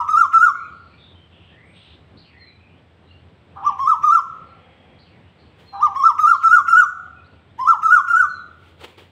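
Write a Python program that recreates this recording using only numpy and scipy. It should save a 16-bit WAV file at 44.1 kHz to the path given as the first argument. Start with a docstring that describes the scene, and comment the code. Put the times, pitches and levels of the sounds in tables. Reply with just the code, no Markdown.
"""On a roof terrace, a koel is heard from a nearby tree, in bursts of whistled notes that climb in pitch.
Its syrinx gives a nearly pure tone, with weak overtones filtered by throat and beak. Wall echoes
interfere with each note so that it beats as it glides, and the neighbourhood reverberates after it.
Small birds chatter and an insect trills far off over a faint town rumble; a hollow noise swells once.
Cloth rustles near the microphone, mostly at the end."""
import sys
import numpy as np
from scipy import signal
from scipy.fft import rfft, irfft, next_fast_len
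from scipy.io import wavfile
from scipy.ndimage import uniform_filter1d

SR = 44100
rng = np.random.default_rng(int(sys.argv[2]) if len(sys.argv) > 2 else 0)


def persist_wave(psi):
    """Save psi, clipped to +-1, as 16-bit WAV."""
    counts = np.round(np.clip(psi, -1, 1) * 32767).astype(np.int16)
    wavfile.write(sys.argv[1], SR, np.atleast_2d(counts).T)


N = 401751
TIME = np.arange(N) / SR

# distant town rumble, plus a separate faint hiss near 8 kHz (frequency [Hz], relative density [dB])
BACKGROUND_SPECTRUM = [(25, -38.5), (45, -27), (62, -15), (86, -2), (125, -9.5), (165, -7.5), (205, -12.5),
                       (800, -22), (1200, -26), (3400, -30.5), (6600, -56.5), (8300, -49), (10500, -71),
                       (15500, -65.5)]
# slow course of the background (time [s], level [dB])
BACKGROUND_LEVELS = [(0, -51.5), (1.9, -51), (2.7, -52.5), (3.7, -51), (5.6, -51), (7.4, -52), (8.8, -54)]
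# hollow distant noise (frequency [Hz], relative density [dB])
SWELL_SPECTRUM = [(150, -26), (400, -10), (520, 10), (620, -8), (760, 6), (1100, -18.5), (2200, -5),
                  (3200, -12.5), (4500, -63)]

# a far bird's thin falling whistles (time [s], relative level [dB])
FAR_WHISTLES = [(0.549, -68), (2.369, -54.5), (5.651, -55.5), (8.269, -52.5)]
WHISTLE_S, WHISTLE_HZ, WHISTLE_WIDTH_HZ = .17, (4300, 4100, 3860), 46
# slurs that climb at one speed to one pitch (time [s], length [s], relative level [dB])
FAR_SLURS = [(0.524, 0.16, -52), (0.924, 0.077, -59.5), (1.477, .29, -58.5), (2.31, .25, -57.5)]
SLUR_TOP_HZ, SLUR_HZ_PER_S, SLUR_WIDTH_HZ = 2540, 3100, 170
# scolding calls, an arched chip and then a drop (time [s], relative level [dB])
FAR_SCOLDS = [(2.165, -54.5), (4.982, -58.5), (5.38, -64), (6.32, -53)]
CHIP_S, CHIP_HZ, CHIP_WIDTH_HZ = .07, (3950, 4350, 3950), 700
DROP_AFTER_S, DROP_S, DROP_HZ, DROP_WIDTH_HZ, DROP_DB = 0.055, 0.16, (3580, 2540, 2207), 690, -3.5
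# far pips and squawks, and one thin, high insect trill
# (time [s], length [s], pitch [Hz], bandwidth [Hz], relative level [dB])
FAR_STEADY_CALLS = [(0.672, 0.42, 4300, 600, -69), (0.968, 0.18, 3570, 400, -54),
                    (1.134, 0.157, 3110, 200, -58.5), (1.283, 0.31, 2990, 800, -57.5),
                    (1.723, 0.26, 3245, 1300, -53.5), (1.642, 0.17, 8300, 220, -73.5),
                    (2.572, 0.19, 2480, 200, -62), (3.079, .11, 2805, 130, -57.5),
                    (3.622, 0.13, 2750, 900, -53.5), (4.55, 0.53, 3260, 150, -67),
                    (6.867, 0.27, 741, 89.7, -60.5), (7.156, 0.059, 2520, 90, -57)]

# strokes of cloth (peak time [s], rise [s], fall [s], level [dB])
CLOTH_STROKES = [(5.60, 0.018, 0.11, -53), (8.692, 0.12, 0.062, -54.5), (8.814, 0.012, 0.022, -43),
                 (8.846, 0.009, 0.011, -34), (8.884, 0.0092, 0.056, -47.5), (8.98, 0.0026, 0.057, -45)]
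# friction noise of cloth (frequency [Hz], relative density [dB])
CLOTH_SPECTRUM = [(120, -31.5), (250, -12), (470, -3), (640, -14.5), (850, -10.5), (1500, -15),
                  (1800, -15.5), (3200, -12), (6000, -33.5), (8200, -31.5), (11600, -43), (15500, -36.5)]

# reflections from the walls, parapets and floor of the terrace (delay [ms], gain [ratio])
REFLECTIONS = [(2.299, 0.158), (3.996, 0.234), (5.77, 0.352), (8.405, 1.35), (8.803, 0.27), (8.959, 0.904),
               (8.969, 0.201), (9.403, 0.326), (13.552, 0.345), (14.872, 0.147), (30.688, 0.194),
               (59.403, 0.216)]
# rough walls scatter the treble away (frequency [Hz], gain [dB])
WALL_RESPONSE = [(1700, -0.5), (2800, -7), (5000, -15), (15000, -17.5)]
# sound scattered by foliage (frequency [Hz], gain [dB])
LEAF_RESPONSE = [(1600, -30), (2400, -6), (6000, -2), (9000, 3)]
# reverberation of the neighbourhood (frequency [Hz], time to decay by 60 dB [s])
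REVERB_TIMES = [(800, 0.7), (1400, 0.77), (3000, 0.15), (7000, 0.55), (14000, 0.087)]
# colour of the koel's reverberation (frequency [Hz], gain [dB])
REVERB_RESPONSE = [(1400, 2), (3000, 5.5), (7000, 5), (10000, 7), (14000, 3.0)]

# koel notes (crest time [s], dip pitch [Hz], crest pitch [Hz], fall length [s],
# relative lead-in level [dB], relative crest level [dB])
KOEL_NOTES = [(-0.047, 1085, 1315, .078, -27, -14.5), (0.1932, 1211, 1398, .075, -18, -12),
              (0.4386, 1262, 1438, .073, -13.5, -12), (3.6694, 788, 1186, .049, -43.5, -18.5),
              (3.8972, 1044, 1311, .06, -23, -14.5), (4.1389, 1172, 1374, .069, -18, -14),
              (5.8384, 794.6, 1239, .051, -36, -16.5), (6.0627, 1060, 1340, .063, -22.5, -12),
              (6.2946, 1204, 1401, .071, -14.5, -11.5), (6.54, 1261, 1441, .074, -14.5, -9.5),
              (6.7872, 1304, 1477, .066, -13, -10), (7.6969, 999, 1360, .058, -25, -12.5),
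              (7.935, 1235, 1464, .077, -17, -10), (8.189, 1317, 1504, .074, -17, -14.5)]
# a note's turning points, from its crest (start [s], hump [s], dip [s], shoulder [s], shoulder [s])
TURNING_TIMES = (-.1101, -.0766, -.0469, -.0089, .019)
# shoulder pitch as a share of the crest's height (above the dip [ratio], above the end [ratio])
SHOULDER_HEIGHTS = (.941, .809)
# harmonics 2 to 12 at the syrinx (relative level [dB])
SYRINX_HARMONICS = [-38, -35.5, -36.5, -32, -43.5, -49, -52.5, -60.5, -61.5, -59, -59]
# resonances of throat and beak (frequency [Hz], gain [dB])
TRACT_RESPONSE = [(1700, 6.5), (2080, -4), (2380, -2), (2580, -9.5), (2830, 5), (3300, -0.5), (3800, -6.5),
                  (4250, -12.5), (4650, -15), (5450, 0.5), (6300, -5), (7300, -5), (11000, 2.5),
                  (12400, -14), (14000, 7.5)]
# breath noise (frequency [Hz], relative density [dB])
BREATH_SPECTRUM = [(900, -8.0), (2200, 0), (4500, -7), (6000, 5), (9000, -15), (15000, -6.5)]
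# rasps as the voice catches at the start of a burst (time [s], bandwidth [Hz], relative level [dB])
BURST_RASPS = [(3.545, 447, -46), (5.715, 400, -45.5), (7.591, 91, -36.5)]
RASP_S, RASP_HZ = 0.15, (1018, 1077.5, 1150)


def from_db(db):
    """Amplitude ratio: tenfold for every 20 dB."""
    return 10 ** (np.asarray(db) / 20)


def unit(x):
    """Normalisation to an rms of 1."""
    return x / np.sqrt(np.mean(x ** 2) + 1e-20)


def value_at(points, hz):
    """Interpolation on a logarithmic frequency axis."""
    f, value = np.transpose(points)
    return np.interp(np.log(hz + 1), np.log(f + 1), value)


def colour(x, points):
    """Linear filtering: multiplies the spectrum by a response (frequency [Hz], gain [dB])."""
    size = next_fast_len(len(x) + 4096)
    response = from_db(value_at(points, np.fft.rfftfreq(size, 1 / SR)))
    return irfft(rfft(x, size) * response, size)[:len(x)]


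def drift(count, hz):
    """Low-pass noise: a random wavering of rms near 1, up to about hz."""
    size = next_fast_len(count + SR // 4)
    f = np.fft.rfftfreq(size, 1 / SR)
    spectrum = rfft(rng.standard_normal(size)) / np.sqrt(1 + (f / hz) ** 6)
    return unit(irfft(spectrum, size))[:count]


def add(mix, s, sound):
    """Superposition of a sound on the mix at time s."""
    at = round(s * SR)
    sound = sound[max(-at, 0):]
    part = mix[max(at, 0):][:len(sound)]
    part += sound[:len(part)]


def glide(t, times, values):
    """Monotone cubic interpolation: a smooth curve that never overshoots its points."""
    times, values = np.array(times), np.array(values, float)
    gap = np.diff(times)
    slope = np.diff(values) / gap
    a, b = 2 * gap[1:] + gap[:-1], gap[1:] + 2 * gap[:-1]
    inner = (a + b) * np.maximum(slope[:-1] * slope[1:], 0) / (a * slope[1:] + b * slope[:-1] + 1e-9)
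    tangent = np.r_[2 * slope[0], inner, 0]
    i = np.clip(np.searchsorted(times, t) - 1, 0, len(gap) - 1)
    u = np.clip((t - times[i]) / gap[i], 0, 1)
    bend = (1 - u) * (tangent[i] - slope[i]) - u * (tangent[i + 1] - slope[i])
    return values[i] + gap[i] * u * (slope[i] + (1 - u) * bend)


def background(drone_hz=83, drone_width_hz=16, drone_db=-7, surge_db=1.66, surge_hz=6):
    """Amplitude modulation: the town's rumble and low drone surge, while a faint hiss stays steady."""
    wash = unit(colour(rng.standard_normal(N), BACKGROUND_SPECTRUM))
    waver = drift(N, drone_width_hz / 2) + 1j * drift(N, drone_width_hz / 2)
    drone = from_db(drone_db) * unit((waver * np.exp(2j * np.pi * drone_hz * TIME)).real)
    rumble = colour(wash, [(600, 0), (2400, -20)])
    hiss = wash - rumble
    surge = from_db(surge_db * drift(N, surge_hz))
    return from_db(np.interp(TIME, *np.transpose(BACKGROUND_LEVELS))) * (hiss + surge * (rumble + drone))


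def far_swell(peak_s=4.68, width_s=.35, level_db=-54.0):
    """Spectral peaks make a noise sound hollow; it swells once under a Gaussian envelope."""
    noise = unit(colour(rng.standard_normal(N), SWELL_SPECTRUM))
    return from_db(level_db) * np.exp(-((TIME - peak_s) / width_s) ** 2) * noise


def neighbourhood(x, build_s=0.042, near_db=5, near_t60=0.095):
    """Reverberation among houses and trees: a quick near part, then a tail whose treble dies first."""
    count = SR * 3 // 2
    taps = rng.standard_normal(count) * (rng.random(count) < .1)
    hz, t, spectra = signal.stft(taps, SR, nperseg=256)
    decay = from_db(-60 * t / value_at(REVERB_TIMES, hz)[:, None])
    near_boost = 1 + from_db(near_db - 60 * t / near_t60)
    tail = signal.istft(spectra * decay * near_boost, SR, nperseg=256)[1][:count]
    tail *= 1 - np.exp(-(np.arange(count) / SR / build_s) ** 2)
    return signal.fftconvolve(x, tail / np.linalg.norm(tail))[:len(x)]


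def rough_calls(rows):
    """Random modulation broadens a gliding tone: nearly pure in a narrow band, a squawk in a wide one."""
    calls = np.zeros(N)
    for s, length, start_hz, middle_hz, end_hz, width_hz, db in rows:
        count = int(length * SR)
        parabola = np.polyfit([-1, 0, 1], [start_hz, middle_hz, end_hz], 2)
        hz = np.polyval(parabola, np.linspace(-1, 1, count))
        flutter = 60 / width_hz + drift(count, width_hz / 2) + 1j * drift(count, width_hz / 2)
        call = (flutter * np.exp(2j * np.pi * np.cumsum(hz) / SR)).real
        add(calls, s, from_db(db) * unit(call * signal.windows.tukey(count, .4)))
    return calls


def twitter(count=45, level_db=-68, spread_db=4, width_hz=380):
    """Short frequency sweeps at random times and pitches: the chirps of the farthest birds."""
    when, length, pitch, slide, loud = rng.random((count, 5)).T
    hz = 2000 + 2300 * pitch
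    sweep = 0.13 * (2 * slide - 1)
    columns = [when * N / SR, 0.031 + 0.073 * length, hz * (1 - sweep), hz, hz * (1 + sweep),
               np.full(count, width_hz), level_db + spread_db * (2 * loud - 1)]
    return rough_calls(np.transpose(columns))


def far_wildlife(direct_db=-1.0, reverb_db=-5):
    """Far birds and an insect are blurred, as the reverberant field nears the direct sound in level."""
    whistles = [(s, WHISTLE_S, *WHISTLE_HZ, WHISTLE_WIDTH_HZ, db) for s, db in FAR_WHISTLES]
    climb_left = np.array([1, .5, 0])
    slurs = [(s, length, *(SLUR_TOP_HZ - SLUR_HZ_PER_S * length * climb_left), SLUR_WIDTH_HZ, db)
             for s, length, db in FAR_SLURS]
    chips = [(s, CHIP_S, *CHIP_HZ, CHIP_WIDTH_HZ, db) for s, db in FAR_SCOLDS]
    drops = [(s + DROP_AFTER_S, DROP_S, *DROP_HZ, DROP_WIDTH_HZ, db + DROP_DB) for s, db in FAR_SCOLDS]
    steady = [(s, length, hz, hz, hz, width_hz, db) for s, length, hz, width_hz, db in FAR_STEADY_CALLS]
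    calls = rough_calls(whistles + slurs + chips + drops + steady) + twitter()
    return from_db(direct_db) * calls + from_db(reverb_db) * neighbourhood(calls)


def cloth(grain_db=1.0, grain_hz=400):
    """Friction noise: grainy strokes of cloth that rise and fall exponentially."""
    strokes = sum(from_db(db) * np.exp(-np.maximum((s - TIME) / rise, (TIME - s) / fall))
                  for s, rise, fall, db in CLOTH_STROKES)
    grains = rng.standard_normal(N) * from_db(grain_db * drift(N, grain_hz))
    return strokes * unit(colour(grains, CLOTH_SPECTRUM))


def terrace(x, leaves_db=-4, leaves_t60=0.13):
    """Interference: wall echoes beat with each direct glide, while foliage scatters the overtones."""
    t = np.arange(len(x)) / SR
    echoes = sum(gain * np.interp(t - ms / 1000, t, x, left=0) for ms, gain in REFLECTIONS)
    count = SR // 10
    leaves = rng.standard_normal(count) * from_db(-60 * t[:count] / leaves_t60)
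    scattered = signal.fftconvolve(x, leaves / np.linalg.norm(leaves))[:len(x)]
    return x + colour(echoes, WALL_RESPONSE) + from_db(leaves_db) * colour(scattered, LEAF_RESPONSE)


def note_shape(dip_hz, slack_hz=790, taut_hz=1300, caught_effort=0.54, scoop_hz=242.4, linger_s=0.043):
    """Tension sets pitch: effort, 0 for a slack syrinx and 1 for a taut one, shapes the note."""
    effort = (dip_hz - slack_hz) / (taut_hz - slack_hz)
    caught = np.clip(effort / caught_effort, 0, 1)  # at 1 the voice speaks cleanly
    start_hz = max(dip_hz - scoop_hz * (1 - effort), slack_hz)
    hump_hz = dip_hz * 1.069 ** caught
    end_hz = max(dip_hz * .848, slack_hz)
    hold_s = linger_s * (1 - caught)  # a slack note lingers on its lowest pitch
    return start_hz, hump_hz, end_hz, hold_s


def koel_note(row, jitter=0.0014, jitter_hz=160, flutter_db=4.5, breath_db=-50, rasp_db=-28.5,
              rasp_growth=1.1, overtone_growth=0.67, bright_db=1.07, bright_growth=0.15, dull_db=3):
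    """Source and filter: the syrinx glides through hump, dip and crest; the tract colours overtones."""
    crest_s, dip_hz, crest_hz, fall, lead_db, crest_db = row
    start_hz, hump_hz, end_hz, hold = note_shape(dip_hz)
    start, hump, dip, before, after = TURNING_TIMES
    t = np.arange(-.125, .11, 1 / SR)
    feet_hz = np.array([dip_hz, end_hz])
    before_hz, after_hz = feet_hz + np.array(SHOULDER_HEIGHTS) * (crest_hz - feet_hz)
    times = [start - .004, hump, dip, before, 0, after, fall, .12]
    hz = glide(t, times, [start_hz, hump_hz, dip_hz, before_hz, crest_hz, after_hz, end_hz, end_hz])
    phase = 2 * np.pi * np.cumsum(hz * (1 + jitter * drift(len(t), jitter_hz))) / SR

    attack = [(start - .015, -110), (start - .008, lead_db - 30), (start + .008, lead_db), (dip, lead_db)]
    crest = [(before, crest_db), (after, crest_db), (fall - .015, crest_db - 7.6)]
    release = [(fall, crest_db - 23), (fall + hold, crest_db - 23), (fall + hold + .015, -110)]
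    level_db = np.interp(t, *np.transpose(attack + crest + release))
    whistle = from_db(level_db) * np.sin(phase)

    overtones = np.zeros(len(t))
    for k, db in enumerate(SYRINX_HARMONICS, 2):
        flutter = flutter_db * drift(len(t), hz=87)
        overtones += from_db(db + value_at(TRACT_RESPONSE, k * hz) + flutter) * np.sin(k * phase)
    # a puff of breath and a rasp as the syrinx starts
    onset = np.exp(-((t - start) / .007) ** 2)
    air = unit(colour(rng.standard_normal(len(t)), BREATH_SPECTRUM))
    breath = from_db(breath_db) * air * (1 + 5 * onset)
    rasp = from_db(rasp_db + rasp_growth * lead_db) * onset * drift(len(t), hz=650) * np.sin(1.8 * phase)

    # overtones grow less steeply than the whistle; they dull in the fall and with a weak lead-in
    buzz_db = bright_db + crest_db + overtone_growth * (level_db - crest_db)
    dulling_db = dull_db * np.clip(t / fall, 0, 1) ** 2 - bright_growth * lead_db
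    buzz = from_db(buzz_db - dulling_db) * (overtones + breath)
    return crest_s + t[0], whistle + buzz + rasp


def koel(near_db=4, reverb_db=-17):
    """Multipath propagation: the voice arrives directly, as terrace echoes and as reverberation."""
    head_start = SR // 4  # the bird is already calling
    rasps = rough_calls([(s, RASP_S, *RASP_HZ, width_hz, db) for s, width_hz, db in BURST_RASPS])
    voice = np.r_[np.zeros(head_start), rasps]
    for row in KOEL_NOTES:
        s, note = koel_note(row)
        add(voice, s + head_start / SR, note)
    reverb = colour(neighbourhood(voice), REVERB_RESPONSE)
    return (from_db(near_db) * terrace(voice) + from_db(reverb_db) * reverb)[head_start:]


def scene():
    """Superposition: the pressures of all sources add at one microphone."""
    return (koel() + far_wildlife() + cloth() + background() + far_swell())[None]


def record(dry, threshold_db=-8.5, ratio=1.9, recover_db_per_s=14, cutoff_hz=15700):
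    """Compression holds down the loudest notes and the background with them; a low-pass follows."""
    power_db = 10 * np.log10(abs(uniform_filter1d(dry[0] ** 2, size=256)) + 1e-12)
    recovery = recover_db_per_s * TIME
    held_db = np.maximum.accumulate(power_db + recovery) - recovery
    over_db = np.maximum(held_db - threshold_db, 0)
    compressed = dry / from_db((1 - 1 / ratio) * uniform_filter1d(over_db, size=512))
    fade_in = np.sin(np.pi / 2 * np.minimum(TIME / .008, 1)) ** 2
    low_pass = signal.firwin(511, cutoff_hz, window=("kaiser", 9), fs=SR)
    return signal.oaconvolve(compressed * fade_in, low_pass[None], "same")


dry = scene()
out = record(dry)
persist_wave(out)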